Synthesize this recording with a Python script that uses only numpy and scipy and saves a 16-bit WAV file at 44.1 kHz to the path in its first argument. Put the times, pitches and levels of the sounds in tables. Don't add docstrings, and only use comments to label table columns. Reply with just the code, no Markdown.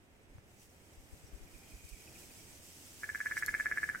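import sys
import numpy as np
from scipy import signal
from scipy.fft import rfft, irfft
from scipy.io import wavfile
from scipy.ndimage import uniform_filter1d

SR = 44100
rng = np.random.default_rng(int(sys.argv[2]) if len(sys.argv) > 2 else 0)


def to_wav(sig):
    pcm = np.clip(np.atleast_2d(sig), -1, 1) * 32767
    pcm = np.round(pcm).astype(np.int16)
    wavfile.write(sys.argv[1], SR, pcm.T)


N = 176400

# f/Hz, likeness (1 = the same)
LEAF_LIKENESS = [(3000, 0.0074), (4500, 0), (7000, 0.27), (9000, 1), (15000, 0.76)]
FAR_FADE_S = 0.97


def undb(db):
    return 10 ** (np.asarray(db) / 20)


def curve(rows):
    return np.interp(np.arange(N) / SR, *np.array(rows).T)


def by_freq(rows):
    hz, value = np.array(rows).T
    return np.interp(np.log(np.fft.rfftfreq(N, 1 / SR) + 1), np.log(hz + 1), value)


def pan(db):
    return undb(np.array([[db], [-db]]) / 2)


def unit(x):
    return x / np.sqrt(np.mean(x ** 2))


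def walk(rate):
    width = max(int(SR / rate), 1)
    smoothed = uniform_filter1d(rng.standard_normal(N), width, mode="wrap")
    return unit(uniform_filter1d(smoothed, width, mode="wrap"))


def fade(t, fade_s):
    return np.exp(-np.log(1000) * t / fade_s)


def ring(t, hz, fade_s):
    return np.sin(2 * np.pi * hz * t) * fade(t, fade_s)


def add(out, start_s, sound):
    i = int(start_s * SR)
    out[..., i:i + sound.shape[-1]] += sound[..., :N - i]


def cut(x, hz, kind, order):
    return signal.sosfilt(signal.butter(order, hz, kind, fs=SR, output="sos"), x)


def stereo_noise(gain, likeness):
    alike = np.clip(by_freq(likeness), -.98, .98)
    mid, side = rfft(rng.standard_normal((2, N)))
    shared = mid * np.sqrt(1 + alike)
    opposite = side * np.sqrt(1 - alike) * np.array([[1], [-1]])
    return unit(irfft(gain * (shared + opposite), N))


def air():
    colour = [(20, -5), (45, -3), (85, 2.5), (130, -3.5), (220, -5.5), (340, -5.5), (500, -10),
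              (750, -12.5), (1100, -18.5), (2200, -16), (3500, -25), (16000, -55)]
    likeness = [(60, 0.33), (130, 0.73), (290, 0.75), (640, 0.49), (1400, -0.2), (3100, -0.26)]
    loudness = [(0, -62), (.45, -61.5), (1.0, -61.5), (1.6, -59), (2.2, -58.5), (2.7, -59), (3.3, -58),
                (4, -57.5)]
    return stereo_noise(undb(by_freq(colour)), likeness) * undb(curve(loudness) + walk(8.3)) * pan(db=-1.9)


def flutter(x, db):
    bands = signal.stft(x, nperseg=1024)[2]
    flicker = undb(db * rng.standard_normal(bands.shape[1:]))
    return unit(signal.istft(bands * flicker)[1][:, :N])


def leaves():
    colour = [(1500, -6.5), (2500, -3.5), (3100, -3.5), (4300, -7), (4900, -2.5), (6500, -1.95), (7200, -4),
              (7900, -1), (8700, -4.5), (9500, -6), (10500, -9.5), (11500, -12.5), (12600, -8),
              (15800, -13.5)]
    balance = [(2400, 6), (4400, -1.5), (8100, -2.5), (15000, -3.5)]
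    breeze = [(0, -78.5), (.4, -75), (.55, -71.5), (.9, -69), (1.35, -66.5), (1.8, -63), (2.2, -59),
              (2.45, -60), (2.8, -58), (3.1, -58.5), (3.4, -56.5), (3.65, -58.5), (3.78, -57), (4, -58.5)]
    flurries = [(.62, 0.04, 5.5), (1.895, 0.01, 6), (2.19, 0.012, 2), (3.385, 0.019, 7), (3.49, 0.028, 1)]
    low_hz, ripple_hz, ripple_db, grain_s, flicker_db = 1470, 139.7, 1.2, 0.0011, 0.97
    hz, t = np.fft.rfftfreq(N, 1 / SR), np.arange(N) / SR
    gain = undb(by_freq(colour)) * hz ** 2 / (hz ** 2 + low_hz ** 2)
    gain = gain * undb(np.array([[1], [-1]]) * by_freq(balance) / 2)
    knots = np.arange(0, SR, ripple_hz)
    gain *= undb(ripple_db * np.interp(hz, knots, rng.standard_normal(SR)[:len(knots)]))
    grain = unit(np.exp(0.078 * walk(1 / grain_s)))
    flurry_db = sum(db * np.exp(-((t - middle) / width) ** 2) for middle, width, db in flurries)
    hiss = flutter(stereo_noise(gain, LEAF_LIKENESS), db=3.5)
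    return hiss * grain * undb(2 + curve(breeze) + flurry_db + flicker_db * walk(29))


def wind_bumps():
    bumps = [(0.314, 0.073, -52.5, -3), (0.355, 0.026, -47, 3), (.387, 0.022, -46.5, 3),
             (0.991, 0.059, -52, 11.5), (1.135, 0.033, -47.5, 14), (1.245, 0.029, -51, 16),
             (1.346, 0.048, -46.5, 20), (1.43, 0.08, -51.5, 15), (1.553, 0.055, -51, -10),
             (1.749, 0.047, -43, -4), (1.852, 0.035, -50, 16), (1.934, 0.056, -46.5, -16),
             (3.5, 0.059, -50.5, -7)]
    out, cycles = np.zeros((2, N)), 2.28
    for (middle, length, db, side_db), phase in zip(bumps, rng.random((len(bumps), 2, 1))):
        progress = np.linspace(0, 1, int(length * SR))
        push = np.sin(2 * np.pi * (cycles * progress + phase[0] + phase / 2))
        add(out, middle - length / 2, undb(db) * pan(side_db) * np.sin(np.pi * progress) ** 2 * push)
    return out


def tap():
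    out, t = np.zeros(N), np.arange(SR // 100) / SR
    add(out, start_s=.3835, sound=undb(-42) * ring(t, hz=1500, fade_s=.0016))
    return out


def small_birds():
    peeps = [(.59, .03, 5800, -66), (.87, 0.084, 3050, -75), (1.255, 0.034, 5700, -66.5),
             (1.61, 0.15, 3150, -71)]
    voice, waver = np.zeros(N), 1 + .035 * walk(500)
    for start, length, hz, db in peeps:
        pitch = hz * waver[int(start * SR):int((start + length) * SR)]
        add(voice, start, undb(db) * np.hanning(len(pitch)) * np.sin(2 * np.pi * np.cumsum(pitch) / SR))
    return (voice + undb(1) * trees(voice, FAR_FADE_S)) * pan(db=2)


def trees(x, fade_s):
    t, rise_s = np.arange(SR) / SR, 0.0013
    tail = rng.standard_normal((2, SR)) * fade(t, fade_s) * (1 - np.exp(-t / rise_s))
    highs = cut(x, 2580, "high", order=2)
    return signal.fftconvolve(highs[None], unit(tail) / np.sqrt(SR), axes=1)[:, :N]


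def distant_bird():
    chirps = [(1.38, 2480, -11, -4), (1.458, 2515, -8.5, 5), (1.533, 2535, -5, 6), (1.621, 2520, -7, 3),
              (1.706, 2527, -1, 1), (1.782, 2510, -4, 4), (1.86, 2550, -1, 0), (1.92, 2550, 0.5, 0),
              (1.948, 2270, -6, 5), (1.995, 2540, -4, -3), (2.069, 2625, 1, -6), (2.146, 2545, 2, -8),
              (2.223, 2490, -2, -9), (2.3, 2540, -2, -5), (2.38, 2400, -3.5, 1)]
    length_s, fall_hz, roughness = 0.0323, 358, 0.29
    direct, to_trees = np.zeros((2, N))
    progress = np.linspace(0, 1, int(length_s * SR))
    loudness = np.interp(progress, [0, .3, 1], [0, 1, 0])
    slide = (1 + np.tanh(4.8 * (progress - .5))) / 2
    for start, hz, db, echo_db in chirps:
        chirp = undb(db - 58.5) * loudness * np.sin(2 * np.pi * np.cumsum(hz - fall_hz * slide) / SR)
        add(direct, start, chirp)
        add(to_trees, start, undb(echo_db) * chirp)
    hoarse = direct * (1 + roughness * walk(900))
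    return (hoarse + undb(6.5) * trees(to_trees, FAR_FADE_S)) * pan(db=-1.5)


def twigs():
    ticks = [(1.891, -14, 0.0026, 7900, -66), (3.391, -22, 0.016, 5240, -50),
             (3.4624, 0.5, 0.0043, 11300, -48), (3.467, -15.5, 0.03, 4350, -47),
             (3.506, -24, .02, 5040, -54)]
    colour = [(100, -55), (3700, -36), (4350, -4), (5600, 1), (7200, 1), (9000, -7.5), (11500, 2.5),
              (12500, -4), (13500, -11), (16000, -16)]
    bursts, rings, t = np.zeros(N), np.zeros(N), np.arange(SR // 10) / SR
    for start, db, fade_s, hz, ring_db in ticks:
        add(bursts, start, undb(db - 28.5) * fade(t, fade_s))
        add(rings, start, undb(ring_db) * ring(t, hz, min(0.04, 2 * fade_s)))
    noise = stereo_noise(undb(by_freq(colour)), LEAF_LIKENESS)
    return cut(rings + bursts * noise, 3900, "high", order=6)


def trill():
    pulses = [(3.033, -7, 1, 4), (3.0905, -6, 1, -1), (3.1474, -5, 0.98, 2), (3.2028, -4, 0.99, 0.5),
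              (3.2589, -2.1, 1, 3.5), (3.3120, -3.5, 1, 1), (3.3681, -2, 1, 5), (3.4238, -2, 0.99, 2.5),
              (3.482, -1.3, 0.98, 2), (3.5403, -0.5, 1, 7), (3.5985, -1, 1, 3), (3.6574, -.3, 1, 2.5),
              (3.7133, -1, 0.99, 2.5), (3.7728, -0.5, 1, 0), (3.8309, -0.5, 1, -0.5), (3.8891, -2, 1, -3),
              (3.9477, -6, 0.882, 4.5)]
    throat = [(1728, 1.44, 0.022), (1993, -15, 0.02), (2140, -16.5, 0.018)]
    pitch_spread, upper_spread_db = 0.0012, 1.5
    rise_s, swell_s, swell_db = 0.00016, 0.0096, -20.5
    voice, t = np.zeros(N), np.arange(SR // 20) / SR
    hz, db, fade_s = np.array(throat).T[:, :, None]
    upper = hz > hz.min()
    onset, swell = 1 - np.exp(-t / rise_s), np.exp(-t / swell_s)[::-1]
    for start, level, tuning, upper_db in pulses:
        pitch_luck, level_luck = rng.standard_normal((2, len(throat), 1))
        tones = ring(t, hz * tuning * (1 + pitch_spread * pitch_luck), fade_s)
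        gains = undb(level + db + upper * (upper_db + upper_spread_db * level_luck))
        pulse = (tones * gains).sum(0) * onset
        throat_noise = unit(signal.fftconvolve(rng.standard_normal(2 * len(t)), pulse, "valid")[:len(t)])
        add(voice, start, pulse)
        add(voice, start + rise_s - t[-1], undb(level + swell_db) * swell * throat_noise)
    voice = cut(voice, 2294, "low", order=12)
    voice = undb(-21) * cut(voice, 1350, "high", order=2)
    for start, level, _, _ in pulses:
        add(voice, start, undb(level - 38) * ring(t, hz=493, fade_s=0.0045))
    return voice


def from_treetop(voice):
    branches = [(0.0134, -19, 2), (0.0169, -17.5, -2), (0.028, -21, 6), (.047, -19, -8), (0.0541, -20, 5)]
    heard = np.zeros((2, N))
    for side, delay_s, ground_s in (0, 0, .00815), (1, .000046, .00763):
        add(heard[side], delay_s, voice)
        add(heard[side], delay_s + ground_s, voice)
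    for delay_s, db, side_db in branches:
        add(heard, delay_s, undb(db) * pan(side_db) * voice)
    return heard * pan(db=-0.9) + undb(0.5) * trees(voice, fade_s=0.44)


def scene():
    birds = from_treetop(trill()) + distant_bird() + small_birds()
    return birds + leaves() + twigs() + wind_bumps() + tap() + air()


def record(dry):
    return signal.sosfilt(signal.ellip(10, .2, 70, 15900, fs=SR, output="sos"), dry)


dry = scene()
out = record(dry)
to_wav(out)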